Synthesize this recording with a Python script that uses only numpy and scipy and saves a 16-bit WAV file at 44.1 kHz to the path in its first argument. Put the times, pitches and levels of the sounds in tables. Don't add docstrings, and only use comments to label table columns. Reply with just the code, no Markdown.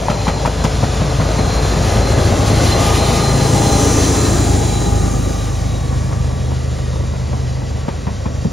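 import sys
import numpy as np
from scipy import signal
from scipy.fft import rfft, irfft, next_fast_len
from scipy.io import wavfile
from scipy.ndimage import uniform_filter1d, map_coordinates

SR = 44100
rng = np.random.default_rng(int(sys.argv[2]) if len(sys.argv) > 2 else 0)


def inscribe(sig):
    pcm = np.round(np.clip(np.atleast_2d(sig).T, -1, 1) * 32767)
    wavfile.write(sys.argv[1], SR, pcm.astype(np.int16))


N = 375732
TIME = np.arange(N) / SR
SIDES = np.array([[1], [-1]])

# frequency in Hz, relative density in dB per Hz.
RUMBLE_SPECTRUM = [(22, -34), (36, -31), (50, 1.5), (90, 3.5), (150, 0.5), (220, -5.5), (290, -11.5),
                   (600, -56)]
DRUMMING_SPECTRUM = [(150, -25), (250, -0.5), (320, -0.5), (420, -1), (520, -10), (900, -58)]
ROAR_SPECTRUM = [(280, -8.5), (345, -7), (420, -6), (520, -0.5), (700, -2.5), (950, -7), (1300, -13.5),
                 (1700, -16), (2400, -20.5), (5000, -50)]
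HISS_SPECTRUM = [(700, -2.5), (1800, -1.5), (2600, 1.1), (3600, 2.5), (5100, 1.5), (5800, 1.5), (7300, 1.5),
                 (8200, -8), (9200, -5), (10200, -14), (11700, -27), (15700, -39.5)]
SIZZLE_SPECTRUM = [(5000, -44), (8200, 2.5), (10500, 0.5), (12000, -9), (15700, -15)]
# frequency in Hz, relative density in dB per Hz.
FANS_SPECTRUM = [(2500, -18), (4800, -1), (6000, -1.5), (7000, 4.5), (8200, 6.5), (9000, 1), (10200, -5.5),
                 (11700, -15.5), (15700, -17)]
# frequency in Hz, relative density in dB per Hz.
THUD_SPECTRUM = [(40, -16), (90, -3), (170, 0.5), (280, -9.5), (600, -18.5), (1500, -65)]
CLANK_SPECTRUM = [(150, -12), (400, -2), (700, 0), (1050, -1.5), (1500, -10.5), (2400, -13.5),
                  (4000, -23.5), (8000, -45)]
RING_SPECTRUM = [(1200, -12), (2800, 0), (5000, -1), (7500, 0), (10000, -12), (15000, -25)]
RAIL_KNOCK_SPECTRUM = [(150, -26), (550, -14), (720, -7), (900, 0), (1030, -1), (1300, -20), (2200, -28),
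                       (4000, -42), (9000, -66)]
BOGIE_KNOCK_SPECTRUM = [(100, -22), (240, -4), (360, 0), (700, 0), (1100, -11), (2000, -24), (5000, -45)]

# frequency in Hz, correlation.
CHANNEL_LIKENESS = [(50, 1), (200, 1), (330, 0.93), (500, 0.89), (1100, 0.45), (1500, 0.93), (2000, 1),
                    (2400, 1), (13000, 1), (15000, 0.36)]
# frequency in Hz, phase in half turns.
CHANNEL_PHASE = [(6500, 0), (7300, .46), (7700, .66), (8000, 1), (8700, 1), (9000, .6), (9600, .34),
                 (10300, 0)]
# frequency in Hz, left minus right in dB.
SIDE_BALANCE = [(50, 1.1), (300, 1.3), (500, 2.7), (850, 4), (1200, 3), (1800, 0)]
# frequency in Hz, lead of the left in half turns.
SIDE_LEAD = [(60, .02), (200, .12), (500, .18), (800, .23), (1200, .12), (1500, 0)]
TOP_HZ = 15720
MACH = .042

# time in seconds, level in dB.
CAR_LEVELS = [(0, -.5), (1.1, 1.3), (2.1, 2.5), (4.6, -3.5), (5.7, -7), (7.7, -8), (8.52, -9.5)]
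CAR_RUMBLE_DB, CAR_DRUMMING_DB, CAR_ROAR_DB, CAR_HISS_DB = -28, -36, -26.6, -29.5
RUMBLE_FOLLOWS, DRUMMING_FOLLOWS = 0.26, 0.5
# time abreast
# in seconds, seconds to fall 6 dB, drumming in dB, roar in dB, hiss in dB.
LOCO_BOGIES = [(2.85, 0.57, -20, -21, -23.5), (3.9, 0.56, -18.5, -22.5, -25)]
DRUMMING_SPREAD, ROAR_SPREAD = 1.65, 1.52
# time in seconds, seconds to fall 6 dB, level in dB.
HEAVY_ENDS = [(3, 1.7, -25), (4.5, .9, -27.5)]

# frequency in Hz, width in Hz (half of it is held to 15-45 Hz),
# relative level in dB.
WHEEL_MODES = [(1957, 46, 5), (2445, 44, 3), (3230, 120, -10), (3900, 33, 1), (4590, 58, -2),
               (5600, 350, -1.5)]
WHEELS_DB = -48.5

# multiple of the base rate, peak level in dB,
# time of the peak in seconds, seconds to fall 3 dB.
EXHAUST_LOBES = [(2, -22, .3, .7), (2, -19.8, 1.65, .45), (2, -22.5, 3.1, .8), (2, -20.8, 5, .7),
                 (2, -29.5, 7, 1.3), (3, -23.5, 3, 1.9), (3, -21, 4.45, .45), (3, -21, 6.4, .55),
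                 (3, -25, 7.8, .9), (4, -20, 2.35, .45), (4, -20.3, 4.3, 1.15), (4, -31.5, 4.5, 5),
                 (5, -25.5, 1.05, .2), (5, -29, 1.6, 1.3), (5, -18.5, 3.45, .26), (5, -23.5, 4.65, .22),
                 (5, -21.3, 6.2, .55), (5, -24, 7.4, .4), (5, -24, 8.45, .15), (6, -29, 3, .7),
                 (7, -27.5, 3.9, .55), (7, -29.5, 5, .25), (10.5, -27, 3.96, .35), (10.5, -35, 1.4, .8),
                 (10.5, -34, 4.9, .25), (16, -34, 1.1, 1.6), (16, -29.5, 3.9, .45)]
EXHAUST_HZ = 26.23

# time in seconds, seconds to fall 6 dB,
# level in dB.
TURBO_LOBES = [(.27, .1, -35.5), (1.56, .22, -34.5), (2.06, .09, -33.5), (2.25, .06, -37), (2.55, .07, -32),
               (2.74, .08, -29.5), (3.02, .1, -35), (3.3, .15, -32.5), (3.72, .12, -32), (4.25, .2, -35),
               (4.78, .25, -39), (5.35, .2, -44), (5.75, .1, -44.5), (6.4, .2, -53)]
# time in seconds, seconds to fall 6 dB, level in dB.
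TURBO_SMEAR = [(3.15, .3, -39), (4.25, .22, -39), (4.85, .3, -42)]
SMEAR_HZ, TURBO_HZ = 70, 3969
TURBO_DB, TURBO_BEHIND_DB, TURBO_GAIN_DB = -47, -27, 1

# knock time in seconds, knock in dB, seconds until the wheel lands,
# thud in dB, clank in dB (both before the gains in wheel_flats()), top of the clank in Hz.
FLATS = [(.084, -5.5, .014, -9, -16.5, 4500), (.269, -10.5, .009, -6.5, -14.5, 5500),
         (.451, -9, .006, -9, -14.5, 6000), (.641, -13, .004, -7, -15.5, 7000),
         (.828, -12, .004, -7.5, -16.5, 3000), (1.013, -17, .003, -9, -20, 3000),
         (1.198, -17, .003, -11, -19, 4000), (1.383, -15, .005, -9, -19, 3000),
         (1.574, -20, .004, -14, -24, 2000), (1.766, -21, .003, -8, -25, 2000),
         (1.955, -21, .004, -10, -24, 2000), (2.175, -18, .003, -7, -23, 2000),
         (5.919, -24, .006, -22, -27, 1300), (6.115, -22, .008, -20, -26, 1800),
         (6.306, -25, .006, -24, -29, 1300), (6.508, -23, .006, -19, -27, 1300),
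         (6.93, -26, .005, -20, -32, 1500), (7.138, -24, .004, -25, -31, 1500),
         (7.327, -25, .004, -19, -27.5, 1600), (7.881, -19, .002, -15, -22.5, 4200),
         (8.069, -17, .002, -12, -25, 2300), (8.257, -17, .003, -12, -27, 1600),
         (8.447, -23, .003, -9, -26.5, 800)]
# time in seconds, level in dB.
CLINKS = [(.098, -29), (.28, -30.5), (.457, -27), (.639, -24), (1.2, -33), (7.885, -42)]
SHUDDER_DB = -8
CLANK_T60_S, CLANK_TAIL_DB, CLANK_TAIL_T60_S = .085, -16, .3
RATTLE_DB, RATTLE_PER_S = 2.5, 260

# time in seconds, level in dB.
HARD_KNOCKS = [(.477, -6), (1.29, -10), (2.323, -7), (6.13, -15), (6.245, -17), (6.52, -16), (6.79, -18),
               (6.96, -18), (7.33, -20), (7.37, -19), (7.71, -20), (7.884, -13)]
BOGIE_KNOCK_DB = -15

# tooth rate in Hz before Doppler, time of closest approach in seconds.
AXLES = [(389.5, 4.55), (397.3, 5.45), (394, 4.6)]
# axle index, multiple of the tooth rate,
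# time in seconds, seconds to fall 6 dB, level in dB.
WHINE_LOBES = [(0, 2, 2.38, .2, -30), (0, 2, 3.05, .35, -29), (0, 2, 3.68, .18, -25.5),
               (0, 3, 1.6, .8, -40), (0, 3, 2.87, .09, -28), (0, 3, 3.22, .14, -30.5),
               (0, 3, 3.85, .28, -33.5), (0, 5, 2.9, .8, -40), (1, 2, 4.58, .12, -29),
               (1, 2, 4.92, .13, -30), (1, 2, 5.45, .35, -38.5), (1, 3, 3.3, .9, -38.5),
               (1, 3, 4.28, .08, -34), (1, 3, 5.1, .4, -37.8), (1, 3, 6.22, .15, -42),
               (1, 3, 6.85, .25, -46), (2, 2, 5.12, .2, -35), (2, 3, 5.1, .2, -42), (2, 3, 5.88, .13, -42)]
WHINE_DB, WHINE_GAIN_DB, WHINE_WANDER_HZ = -55.5, 1, 1.975

# time in seconds, frequency in Hz, width in Hz,
# level in dB, seconds to fall 6 dB, glide at that time in Hz per second.
SINGING_BANDS = [(3.5, 204.5, 70, -26.3, .9, 0), (4.05, 288, 109, -23.8, .75, 0),
                 (3.93, 6090, 650, -26.3, .32, 0), (3.6, 7320, 500, -39, 1.15, -400),
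                 (4.42, 7130, 600, -33.5, .43, -800), (5, 6590, 600, -36.5, .43, -650),
                 (5.2, 10150, 600, -50, .35, 0), (5.2, 14450, 1000, -54, .35, 0),
                 (6.6, 9800, 500, -57, .5, 600), (7.1, 500, 170, -36, 3, 0), (7.3, 2003, 50, -55, .7, 0),
                 (6.8, 1205, 18, -52, .5, 0), (8.1, 3270, 90, -56, .4, 0), (5.1, 2400, 40, -46, .12, 0)]


def amp(db):
    return 10 ** (np.asarray(db) / 20)


def unit(x):
    return x / np.sqrt(np.mean(x ** 2) + 1e-20)


def along(points, hz):
    f, v = np.transpose(points)
    return np.interp(np.log(hz + 1), np.log(f + 1), v)


def wobble(rate):
    coarse = TIME[::32]
    knots = rng.standard_normal(int(N * rate / SR) + 4)
    return np.interp(TIME, coarse, map_coordinates(knots, [coarse * rate]))


def cycles(hz):
    return 2 * np.pi * np.cumsum(hz) / SR


def filtered(x, response):
    m = next_fast_len(N + 8192)
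    return irfft(rfft(x, m) * response(np.fft.rfftfreq(m, 1 / SR)), m)[..., :N]


def rush(spectrum, patchy_db):
    z = signal.stft(rng.standard_normal((2, N)), nperseg=1024)[2]
    field = uniform_filter1d(rng.standard_normal(z.shape[1:]), size=3, axis=0)
    field = uniform_filter1d(field, size=30, axis=1)
    pair = signal.istft(z * amp(patchy_db * unit(field)), nperseg=1024)[1][:, :N]

    def mid_side(hz):
        turn = np.arccos(np.clip(along(CHANNEL_LIKENESS, hz), -1, 1)) / 2
        return amp(along(spectrum, hz)) * [np.cos(turn), np.sin(turn)]

    mid, side = filtered(pair, mid_side)
    return unit(np.array([mid + side, mid - side]))


def narrow(phase, width_hz):
    a, b = filtered(rng.standard_normal((2, N)), lambda hz: np.exp(-(1.1 * hz / width_hz) ** 2))
    return unit(a * np.cos(phase) + b * np.sin(phase))


def flutter(phase, depth):
    scatter = lambda rate: wobble(rate) + 1j * wobble(rate)
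    paths = 1 + depth * (scatter(70) + .45 * scatter(230))
    return unit(np.real(paths * np.exp(1j * phase)))


def nearness(closest, reach):
    return 1 / np.hypot(1, (TIME - closest) / reach)


def train_db(steady_db, passes):
    passing = sum((amp(db) * nearness(s, reach) ** 2) ** 2 for s, reach, db in passes)
    return 10 * np.log10(amp(steady_db) ** 2 + passing)


def doppler(closest, reach):
    return 1 / (1 + MACH * (TIME - closest) / reach * nearness(closest, reach))


def passed():
    return np.interp(TIME, [4.1, 5.1], [0, 1])


def decay(attack, t60, tail_db, tail_t60):
    t = np.arange(SR // 2) / SR
    return (1 - np.exp(-t / attack)) * (amp(-60 * t / t60) + amp(tail_db - 60 * t / tail_t60))


def blows(times, levels_db, attack, t60, tail_db, tail_t60):
    shape = decay(attack, t60, tail_db, tail_t60)
    power = np.bincount(np.clip(times * SR, 0, N - 1).astype(int), amp(levels_db) ** 2, N)
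    return np.sqrt(np.abs(signal.fftconvolve(power, (shape / shape.max()) ** 2)[:N]))


def struck(times, levels_db, spectrum):
    size = 8192
    cepstrum = irfft(np.log(amp(along(spectrum, np.fft.rfftfreq(size, 1 / SR)))))
    body = irfft(np.exp(rfft(2 * cepstrum[:size // 2], size)))[:size // 2]
    hits = np.bincount((times * SR).astype(int), amp(levels_db), N)
    return signal.fftconvolve(hits, body / np.abs(body).max())[:N]


def rolling():
    cars_db = np.interp(TIME, *np.transpose(CAR_LEVELS))
    abreast, reach, drummings, roars, hisses = np.transpose(LOCO_BOGIES)
    rumble_db = train_db(CAR_RUMBLE_DB + RUMBLE_FOLLOWS * cars_db, HEAVY_ENDS)
    drumming_passes = zip(abreast, DRUMMING_SPREAD * reach, drummings)
    drumming_db = train_db(CAR_DRUMMING_DB + DRUMMING_FOLLOWS * cars_db, drumming_passes)
    roar_db = train_db(CAR_ROAR_DB + cars_db, zip(abreast - [.15, 0], ROAR_SPREAD * reach, roars))
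    hiss_db = train_db(CAR_HISS_DB + cars_db, zip(abreast, reach, hisses)) + 1.08 * wobble(25)
    sizzle_db = 1.83 * hiss_db + 7.0

    when, force = rng.random((130, 2)).T
    knocks = unit(blows(when * N / SR, 12 * force, attack=0.0022, t60=0.035, tail_db=2.0, tail_t60=0.67))
    rumble = amp(rumble_db + 5.5) * rush(RUMBLE_SPECTRUM, patchy_db=1.0) * unit(1 + 0.26 * knocks)
    drumming = amp(drumming_db - 2.5) * rush(DRUMMING_SPECTRUM, patchy_db=2.0) * unit(1 + 0.34 * knocks)
    roar = amp(roar_db + .5) * rush(ROAR_SPECTRUM, patchy_db=1.93) * unit(1 + 0.067 * knocks)
    hiss = amp(hiss_db - 1.3) * rush(HISS_SPECTRUM, patchy_db=1.6)
    sizzle = amp(sizzle_db) * rush(SIZZLE_SPECTRUM, patchy_db=1.5)
    return rumble + drumming + roar + hiss + sizzle


def wheels():
    def modes(f):
        return sum(amp(db) / (1 + ((f - hz) / np.clip(width / 2, 15, 45)) ** 2)
                   for hz, width, db in WHEEL_MODES)

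    rubbing = rush(HISS_SPECTRUM, patchy_db=2.2)
    return amp(WHEELS_DB) * unit(filtered(rubbing, modes))


def diesel():
    crank = cycles(EXHAUST_HZ * doppler(4.79, 1.01)) + .02 * wobble(14)
    power = {}
    for k, db, loudest, reach in EXHAUST_LOBES:
        power[k] = power.get(k, 0) + amp(db) ** 2 * .5 ** (((TIME - loudest) / reach) ** 2)

    def order(k):
        return np.sqrt(2) * np.cos(k * crank + .33 * k * k)

    return sum(np.sqrt(p) * amp(0.5 * wobble(12.0)) * order(k) for k, p in power.items())


def turbo():
    level_db = train_db(TURBO_DB + TURBO_BEHIND_DB * passed(), TURBO_LOBES)
    shaft = cycles(TURBO_HZ * doppler(4.83, .95))
    whistle = amp(level_db + TURBO_GAIN_DB + 1.2 * wobble(16)) * flutter(shaft, depth=.45)
    smear_db = train_db(TURBO_DB + TURBO_BEHIND_DB, TURBO_SMEAR)
    return whistle + amp(smear_db) * narrow(shaft, SMEAR_HZ)


def clanks(times, levels_db, tops_hz):
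    shape = decay(.001, CLANK_T60_S, CLANK_TAIL_DB, CLANK_TAIL_T60_S)
    steel = rush(CLANK_SPECTRUM, patchy_db=2.5) * unit(amp(RATTLE_DB * wobble(RATTLE_PER_S)))
    out = np.zeros((2, N))
    for s, db, hz in zip(times, levels_db, tops_hz):
        span = slice(int(s * SR), int(s * SR) + len(shape))
        fade = shape[:N - span.start]
        burst = unit(steel[:, span] * fade) * np.sqrt(np.mean(fade ** 2)) * amp(db)
        out[:, span] += signal.sosfilt(signal.butter(2, hz, fs=SR, output="sos"), burst)
    return out


def wheel_flats():
    s, knock_db, drop_s, thud_db, clank_db, top_hz = np.transpose(FLATS)
    lands = s + drop_s
    knock = struck(s, knock_db, RAIL_KNOCK_SPECTRUM)
    thud = struck(lands, thud_db - 2, THUD_SPECTRUM) - struck(lands + .0025, thud_db - 2, THUD_SPECTRUM)
    shakes = blows(lands, thud_db + SHUDDER_DB, attack=0.0047, t60=0.12, tail_db=-23.5, tail_t60=.29)
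    shudder = shakes * rush(THUD_SPECTRUM, patchy_db=0.5)
    first = [s, knock_db - 15, top_hz]
    landing = [lands, clank_db + .5, top_hz]
    clank = clanks(*np.hstack([first, landing]))
    clink_s, clink_db = np.transpose(CLINKS)
    clinks = blows(clink_s, clink_db, attack=.001, t60=.13, tail_db=-18.5, tail_t60=.31)
    ring = clinks * rush(RING_SPECTRUM, patchy_db=2.5)
    return knock + thud + shudder + clank + ring


def bogie_knocks():
    s = rng.uniform(0, TIME[-1], 110)
    scatter_db = rng.uniform(-7.8, 3, len(s))
    level_db = BOGIE_KNOCK_DB + np.interp(s, *np.transpose(CAR_LEVELS)) + scatter_db
    loose = struck(s, level_db, BOGIE_KNOCK_SPECTRUM)
    return loose + struck(*np.transpose(HARD_KNOCKS), BOGIE_KNOCK_SPECTRUM)


def gears():
    mesh = [cycles(tooth_hz * doppler(closest, .8) + WHINE_WANDER_HZ * wobble(14))
            for tooth_hz, closest in AXLES]
    lobes = {}
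    for axle, k, *lobe in WHINE_LOBES:
        lobes.setdefault((axle, k), []).append(lobe)
    return sum(amp(train_db(WHINE_DB, rows) + WHINE_GAIN_DB) * flutter(k * mesh[axle], depth=.36)
               for (axle, k), rows in lobes.items())


def singing():
    return sum(amp(db) * nearness(s, reach) ** 2 * narrow(cycles(hz + glide * np.tanh(TIME - s)), width)
               for s, hz, width, db, reach, glide in SINGING_BANDS)


def cooling_air():
    return amp(-24.0) * nearness(3.97, 0.77) ** 2 * rush(FANS_SPECTRUM, patchy_db=1)


def bearing(x):
    def heard(tilt, skew):
        def response(hz):
            level = amp(SIDES * tilt * along(SIDE_BALANCE, hz) / 2)
            return level * np.exp(.5j * np.pi * SIDES * skew * along(SIDE_LEAD, hz))
        return filtered(x, response)

    return (1 - passed()) * heard(0.99, 0.92) + passed() * heard(0.12, 2.42)


def scene():
    train = rolling() + wheels() + wheel_flats() + bogie_knocks() + singing()
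    locomotive = diesel() + turbo() + gears() + cooling_air()
    return bearing(train + locomotive)


def record(dry):
    heard = filtered(dry, lambda hz: np.exp(.5j * np.pi * SIDES * along(CHANNEL_PHASE, hz)))
    rounded = heard / (1 + np.abs(heard / .97) ** 6) ** (1 / 6)
    return filtered(rounded, lambda hz: hz < TOP_HZ)


dry = scene()
out = record(dry)
inscribe(out)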